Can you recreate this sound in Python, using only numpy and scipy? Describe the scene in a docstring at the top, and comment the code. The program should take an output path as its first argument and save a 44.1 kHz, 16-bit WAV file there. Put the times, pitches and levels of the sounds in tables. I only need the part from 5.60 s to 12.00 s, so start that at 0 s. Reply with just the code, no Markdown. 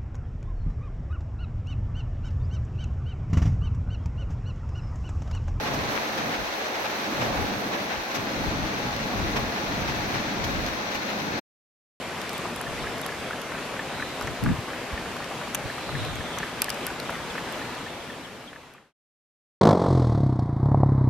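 """Rain hisses and patters all around while wind rushes and roars through the trees on a shore.
Far drops blend into a hiss, near ones click, and fine mist sizzles on top. The wind moans faintly and
its swirls thud and flutter on two small microphones a hand's length apart. Now and then a clump of
water splashes down close by, and one heavy drop taps the microphone housing. The sound stops abruptly."""
import sys
import numpy as np
from scipy import signal
from scipy.fft import rfft, irfft
from scipy.io import wavfile
from scipy.ndimage import uniform_filter1d

SR = 44100
rng = np.random.default_rng(int(sys.argv[2]) if len(sys.argv) > 2 else 0)


def generate_wav(signal):
    """Clip the signal to [-1, 1] and save it as 16-bit WAV at the path in sys.argv[1]."""
    frames = np.transpose(np.atleast_2d(signal))
    scaled = np.clip(frames, -1, 1) * 32767
    pcm = np.round(scaled).astype(np.int16)
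    wavfile.write(sys.argv[1], SR, pcm)


N = 282240
TIME = np.arange(N) / SR
FREQS = np.maximum(np.fft.rfftfreq(N, 1 / SR), 1)
MIC_DELAY_S = .00044   # time that sound takes from one microphone to the other

# The downpour. Each row: time in seconds, level in dB, treble side in dB (counted from its average).
# "Side" always means how much louder the left is than the right.
RAIN_CURVE = [(0.0, -36, -2.5), (.6, -35, -1), (.87, -36.5, -1), (1.05, -36, -1.5), (1.85, -35.5, -1.5),
              (2.05, -37, -1), (2.45, -37, 1), (2.8, -36.5, 3), (4.15, -36, 3.5), (4.6, -35.5, 3.5),
              (5.76, -36.5, 5)]
# Fine wind-blown spray. Each row: time in seconds, level in dB.
MIST_CURVE = [(0.0, -50.5), (1.4, -50.5), (2.7, -52.5), (4.1, -52), (5.76, -53)]
# The strength of the wind. Each row: time in seconds, level in dB.
WIND_CURVE = [(0.0, -39.0), (0.1, -35.5), (0.33, -35.5), (0.48, -39.5), (0.62, -34.5), (0.92, -43),
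              (1.4, -38.5), (1.65, -35), (2.22, -35.5), (2.41, -43), (2.51, -43.5), (2.58, -35.5),
              (3.0, -33.5), (3.33, -37.5), (3.57, -32.5), (3.98, -36.0), (4.9, -34.5), (5.3, -37.5),
              (5.72, -35)]
# Mid-low swells: three surges of wind, then the dull thump of two heavy splashes.
# Each row: peak time in seconds, peak level in dB, rise and decay in seconds.
SURGES_AND_THUMPS = [(.08, -42, .04, .28), (1.05, -40.5, .05, 0.28), (1.65, -33, 0.034, 0.12),
                     (2.14, -36, .03, 0.042), (3.775, -33, .022, 0.021)]
# Brief wind tones. Each row: middle in seconds, level in dB, half length in seconds, pitch in Hz.
WIND_MOANS = [(.04, -41, .035, 850), (.26, -41, .035, 830), (1.80, -40, .05, 840), (3.26, -38, .065, 829),
              (4.04, -42, .04, 840)]
# Gusts that strike the microphones. Each row: peak time in seconds, thud level in dB,
# flutter level in dB, half length in seconds, side in dB.
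MIC_GUSTS = [(.19, -41, -37, 0.11, 2), (0.654, -60, -42, 0.068, 9), (0.806, -47.5, -54.5, .05, 13),
             (1.668, -42.5, -35, 0.069, 1.5), (1.803, -33.5, -45, 0.047, 3.5),
             (1.963, -53, -39.5, 0.047, 0), (2.38, -50, -48, 0.037, 16), (2.648, -54.5, -39, 0.049, 5),
             (2.895, -35, -34.5, 0.073, 7.5), (3.032, -40.5, -37.5, 0.036, 16), (3.343, -43, -39, 0.15, -1),
             (3.637, -33.5, -38.5, 0.051, 9.5), (3.798, -36, -37.5, .08, 4.5), (4.28, -39, -36.5, 0.17, -1),
             (4.595, -46.5, -38, 0.091, -1), (4.884, -37, -37, 0.064, 7.5), (5.02, -37, -40.5, 0.087, -2),
             (5.362, -53.5, -50.5, 0.072, 8), (5.706, -51, -41.5, 0.1, -4)]
# Water landing nearby. Each row: peak time in seconds, body level in dB, spray level in dB,
# decay in seconds, side in dB.
NEAR_SPLASHES = [(.073, -35, -55, 0.019, -1.5), (.140, -39, -42.5, 0.013, -2), (.319, -38, -48, 0.025, -8),
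                 (.362, -33, -58, .02, 2.5), (.580, -35.5, -49, .018, 5), (.745, -33, -63.5, .022, 1),
                 (1.150, -36, -56, 0.017, -2), (1.255, -37, -53, .024, 8), (1.622, -33.5, -48, 0.055, -0.5),
                 (2.137, -32.5, -66, 0.027, 0), (2.315, -35, -70, 0.045, 5), (2.553, -33, -38.5, 0.019, 3),
                 (3.365, -33, -40, .003, -4), (3.767, -28, -44, 0.018, -1), (4.285, -33, -55, .025, 1),
                 (4.551, -31, -50, .03, 2), (4.844, -34, -40.5, 0.012, 6.5), (5.064, -38, -37, 0.0023, 6),
                 (5.352, -34, -44, .014, 1), (5.495, -35.5, -54, 0.021, 5)]

# The tone colour of each sound. Each row: frequency in Hz, relative strength in dB.
RAIN_SPECTRUM = [(70, -45), (450, -5.5), (1050, -2), (1600, 0.5), (2000, -1), (2550, -3), (3000, -7.5),
                 (4250, -6), (4800, -12), (6250, -11), (7150, -24), (8000, -29), (8700, -36),
                 (14000, -46.5)]
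MIST_SPECTRUM = [(6000, -30), (8800, -9), (10400, -5.5), (11500, -0.5), (12350, 0), (14300, -5.5),
                 (15800, -2)]
RUSH_SPECTRUM = [(80, -43), (200, -17), (370, 0), (490, 1), (545, 4), (600, 1.5), (712, 3.5), (790, 0.5),
                 (840, 2), (900, -1), (1020, -1), (1300, -8), (2500, -35), (8000, -66)]
ROAR_SPECTRUM = [(150, -37), (215, -9), (262, -2.5), (310, -1.5), (362, -10), (600, -21), (1500, -59)]
DRONE_SPECTRUM = [(80, -42), (135, -21.5), (170, -5.5), (198, 1.5), (232, 0), (280, -15.5), (600, -53)]
THUD_SPECTRUM = [(8, -21.5), (22, -6), (42, 4.5), (70, 3), (100, 2), (170, -21.5), (450, -57)]
FLUTTER_SPECTRUM = [(30, -27.5), (65, -31), (95, 1), (135, 7), (175, 1), (260, -8), (500, -28.5),
                    (1500, -55.5)]
SPLASH_SPECTRUM = [(60, -29), (200, -6.5), (700, 10), (2400, 8.5), (3200, 2.5), (6300, -11.5),
                   (7500, -24.5), (15000, -36)]
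SPRAY_SPECTRUM = [(2000, -11), (4000, 6.5), (6000, 11.5), (8800, -13), (12300, 3.5), (15500, -3)]
# The left microphone has a narrow dip in the treble. Each row: frequency in Hz, side in dB.
MIC_BALANCE = [(1000, 0.35), (1600, -0.5), (2350, 2), (3000, 1), (4700, 3), (6200, 3.5), (7200, 0.5),
               (7950, -18.5), (8900, 2.5), (10400, 1), (12600, -2), (15500, -0.5)]


def from_db(db):
    """Turn decibels into a number to multiply by."""
    return 10 ** (np.asarray(db) / 20)


def rms_one(x):
    """Scale a stereo sound so that the average of its two sides has a level (rms) of 1."""
    return x / np.sqrt(np.mean(x.mean(axis=0) ** 2) + 1e-20)


def in_time(rows):
    """Join a table's rows with straight lines, giving each column a value at every sample."""
    s, *columns = np.transpose(rows)
    return [np.interp(TIME, s, column) for column in columns]


def over_hz(points):
    """Join a table's rows to give a value at every frequency."""
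    hz, values = np.transpose(points)
    return np.interp(np.log(FREQS), np.log(hz), values)


def pan(side_db):
    """Left and right gains that put the left side_db above the right."""
    return from_db(np.array([[.5], [-.5]]) * side_db)


def shape(x, gain):
    """Turn each frequency up or down by its own gain."""
    return irfft(rfft(x) * gain, N)


def colour(x, spectrum):
    """Give a sound its tone colour, at a level of 1."""
    return rms_one(shape(x, from_db(over_hz(spectrum))))


def drift(rate_hz):
    """A random wobble of typical size 1, mostly slower than rate_hz."""
    steps = np.arange(0, TIME[-1], .001)
    hz = np.fft.rfftfreq(len(steps), steps[1])
    slow = irfft(rfft(rng.standard_normal(len(steps))) / (1 + (hz / rate_hz) ** 2), len(steps))
    return np.interp(TIME, steps, slow / slow.std())


def bump(s, rise_s, decay_s):
    """A smooth rise and fall that reaches 1 at time s."""
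    return np.exp(-.5 * np.maximum((s - TIME) / rise_s, (TIME - s) / decay_s) ** 2)


def even_out(x, window_s):
    """Remove a noise's slow swells, holding its level near 1."""
    power = uniform_filter1d(x.mean(axis=0) ** 2, int(window_s * SR), mode="wrap")
    return x / np.sqrt(power + 1e-12)


def noise_pair(likeness):
    """Stereo hiss: the sides are unrelated at likeness 0 and nearly the same at 1."""
    alike = np.clip(likeness, -.99, .99)
    mid, side = rng.standard_normal((2, N))
    mid, side = shape(mid, np.sqrt(1 + alike)), shape(side, np.sqrt(1 - alike))
    return rms_one(np.array([mid + side, mid - side]))


def all_around(bass_likeness):
    """Noise from every direction: only long, low waves reach both microphones alike."""
    return noise_pair(bass_likeness * np.sinc(2 * FREQS * MIC_DELAY_S))


def patter(per_s, spread_db, spatter_s, spatter_db):
    """Drops of random size from random directions, each a click and a brief spatter."""
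    chance, size, direction = rng.random((3, N))
    hits = np.flatnonzero(chance < per_s / SR)
    sizes = from_db(spread_db * -np.log(np.maximum(size[hits], .004)))   # many small, few large
    sizes *= rng.choice([-1, 1], N)[hits]
    lag = np.round((2 * direction[hits] - 1) * MIC_DELAY_S * SR).astype(int)
    clicks = np.array([np.bincount(hits, sizes, N), np.bincount((hits + lag) % N, sizes, N)])
    decay = np.exp(-1 / (spatter_s * SR))
    tails = np.sqrt(signal.lfilter([1 - decay], [1, -decay], clicks ** 2 + 1e-18))
    return rms_one(clicks + from_db(spatter_db) * tails * rng.standard_normal((2, N)))


def rain(near_db=-5.0, flicker_db=0.59, boost_db=1.05, shadow_hz=2800):
    """Far rain merges into a hiss, near drops stay grainy; the level of both flickers."""
    level_db, side_db = in_time(RAIN_CURVE)
    near = patter(per_s=2400, spread_db=3.0, spatter_s=0.00052, spatter_db=-1.0)
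    fall = colour(all_around(1.0) + from_db(near_db) * near, RAIN_SPECTRUM)
    # only short, high waves are shadowed when the rain swings to one side
    treble = shape(fall, FREQS ** 2 / (FREQS ** 2 + shadow_hz ** 2) / (1 + (FREQS / 7000) ** 8))
    fall = fall + treble * (pan(side_db - side_db.mean()) - 1)
    return fall * from_db(level_db + boost_db + flicker_db * drift(19))


def mist(grain_db=-7.0, flicker_db=1.2):
    """The finest droplets sizzle above the rain."""
    level_db, = in_time(MIST_CURVE)
    hiss = all_around(.9)
    grains = patter(per_s=2500, spread_db=3.5, spatter_s=.0005, spatter_db=-4.0)
    sizzle = colour(hiss + from_db(grain_db) * grains, MIST_SPECTRUM)
    return sizzle * from_db(level_db + flicker_db * drift(16))


def follow_wind(usual_db, follow, usual_wind_db=-36):
    """A level in dB: usual_db in the usual wind, plus `follow` dB for each extra dB of wind."""
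    wind_db, = in_time(WIND_CURVE)
    return usual_db + follow * (wind_db - usual_wind_db)


def noise_band(spectrum, level_db, flicker_db):
    """A band of noise from all around that follows the given level and flickers."""
    noise = even_out(colour(all_around(0.95), spectrum), window_s=0.067)
    return noise * from_db(level_db + flicker_db * drift(17))


def wind_and_thumps(rush_fade_db_per_s=0.38):
    """Wind rushes through the leaves above a roar; the deep drone fades most in the lulls."""
    # brief swells of the rush noise make both the wind surges and the thumps of two heavy splashes
    swell_power = sum((from_db(db) * bump(s, rise_s, decay_s)) ** 2
                      for s, db, rise_s, decay_s in SURGES_AND_THUMPS)
    rush_power = from_db(follow_wind(-35, follow=.3) - rush_fade_db_per_s * TIME) ** 2
    rush = noise_band(RUSH_SPECTRUM, 10 * np.log10(rush_power + swell_power), flicker_db=0.8)
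    roar = noise_band(ROAR_SPECTRUM, follow_wind(-39.5, follow=1.15), flicker_db=1.7)
    drone = noise_band(DRONE_SPECTRUM, follow_wind(-41, follow=1.5), flicker_db=1.34)
    return rush + roar + drone


def moans(steady_db=-52, pitch_hz=838, width_hz=26, waver_hz=5):
    """A narrow, unsteady wind tone lingers faintly and swells now and then."""
    narrow_band = 1 / (1 + ((FREQS - pitch_hz) / width_hz) ** 2)
    out = from_db(steady_db) * rms_one(shape(all_around(0.89), narrow_band))
    waver = waver_hz * drift(37)
    for s, level_db, half_s, hz in WIND_MOANS:
        on = np.flatnonzero(np.abs(TIME - s) < 2 * half_s)
        swell = np.exp(-((TIME[on] - s) / half_s) ** 4)
        phase = 2 * np.pi * np.cumsum(hz + waver[on]) / SR
        out[:, on] += from_db(level_db) * swell * np.sqrt(2) * np.sin(phase)
    return out


def swirls(spectrum, likeness, lumpy_db):
    """Swirling air hits each microphone in lumps of its own."""
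    lumps = from_db(lumpy_db * np.array([drift(14), drift(14)]))
    return even_out(colour(noise_pair(likeness), spectrum) * lumps, window_s=.14)


def wind_on_mics(windward_db=7, flutter_side_share=0.45, flutter_lead_s=.015):
    """Large swirls thud mostly on the side facing the wind, small ones flutter on both; gusts add more."""
    thud_power = (from_db(follow_wind(-56.5, follow=0.44)) * pan(windward_db)) ** 2
    flutter_power = from_db(follow_wind(-48, follow=1.2)) ** 2
    for s, thud_db, flutter_db, half_s, side_db in MIC_GUSTS:
        thud = from_db(thud_db) * pan(side_db) * bump(s, half_s, half_s)
        early_swell = bump(s - flutter_lead_s, half_s, half_s)   # the small swirls arrive first
        flutter = from_db(flutter_db) * pan(flutter_side_share * side_db) * early_swell
        thud_power = thud_power + thud ** 2
        flutter_power = flutter_power + flutter ** 2
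    large = swirls(THUD_SPECTRUM, likeness=0.53, lumpy_db=1.5)
    small = swirls(FLUTTER_SPECTRUM, likeness=.85, lumpy_db=2.5)
    return large * np.sqrt(thud_power) + small * np.sqrt(flutter_power)


def splashes(trim_db=-0.5, rise_share=.45):
    """A clump of water breaks into a dense burst of droplets with fine spray on top."""
    droplets = patter(per_s=14000, spread_db=1.5, spatter_s=0.0016, spatter_db=7.0)
    body, spray = colour(droplets, SPLASH_SPECTRUM), colour(droplets, SPRAY_SPECTRUM)
    out = np.zeros((2, N))
    for s, body_db, spray_db, decay_s, side_db in NEAR_SPLASHES:
        from_peak = np.maximum((s - TIME) / (rise_share * decay_s), (TIME - s) / decay_s)
        on = np.flatnonzero(from_peak < 4)
        water = from_db(body_db) * body[:, on] + from_db(spray_db) * spray[:, on]
        out[:, on] += pan(side_db) * np.exp(-from_peak[on] ** 2) * water
    return from_db(trim_db) * out


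def housing_tap(at_s=.377, peak_db=-16.5, side_db=14, pitch_hz=1350):
    """A heavy drop hits the microphone housing: one quick push and pull of pressure."""
    phase = np.clip(2 * np.pi * pitch_hz * (TIME - at_s), -10, 10)
    pulse = -phase * np.exp((1 - phase ** 2) / 2)
    return from_db(peak_db) * pan(side_db) * pulse


def scene():
    """The whole storm as it reaches the two microphones."""
    return rain() + mist() + wind_and_thumps() + moans() + wind_on_mics() + splashes() + housing_tap()


def record(dry, stop_s=5.794, fade_s=0.0034, cutoff_hz=15850):
    """The microphones colour each side, the sound is switched off, and the highest treble is cut."""
    heard = shape(dry, pan(over_hz(MIC_BALANCE)))
    switched_on = .5 - .5 * np.tanh((TIME - stop_s) / fade_s)
    treble_cut = signal.ellip(12, .1, 80, cutoff_hz, fs=SR, output="sos")
    return signal.sosfilt(treble_cut, heard * switched_on + 1e-18)


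dry = scene()
out = record(dry)
generate_wav(out)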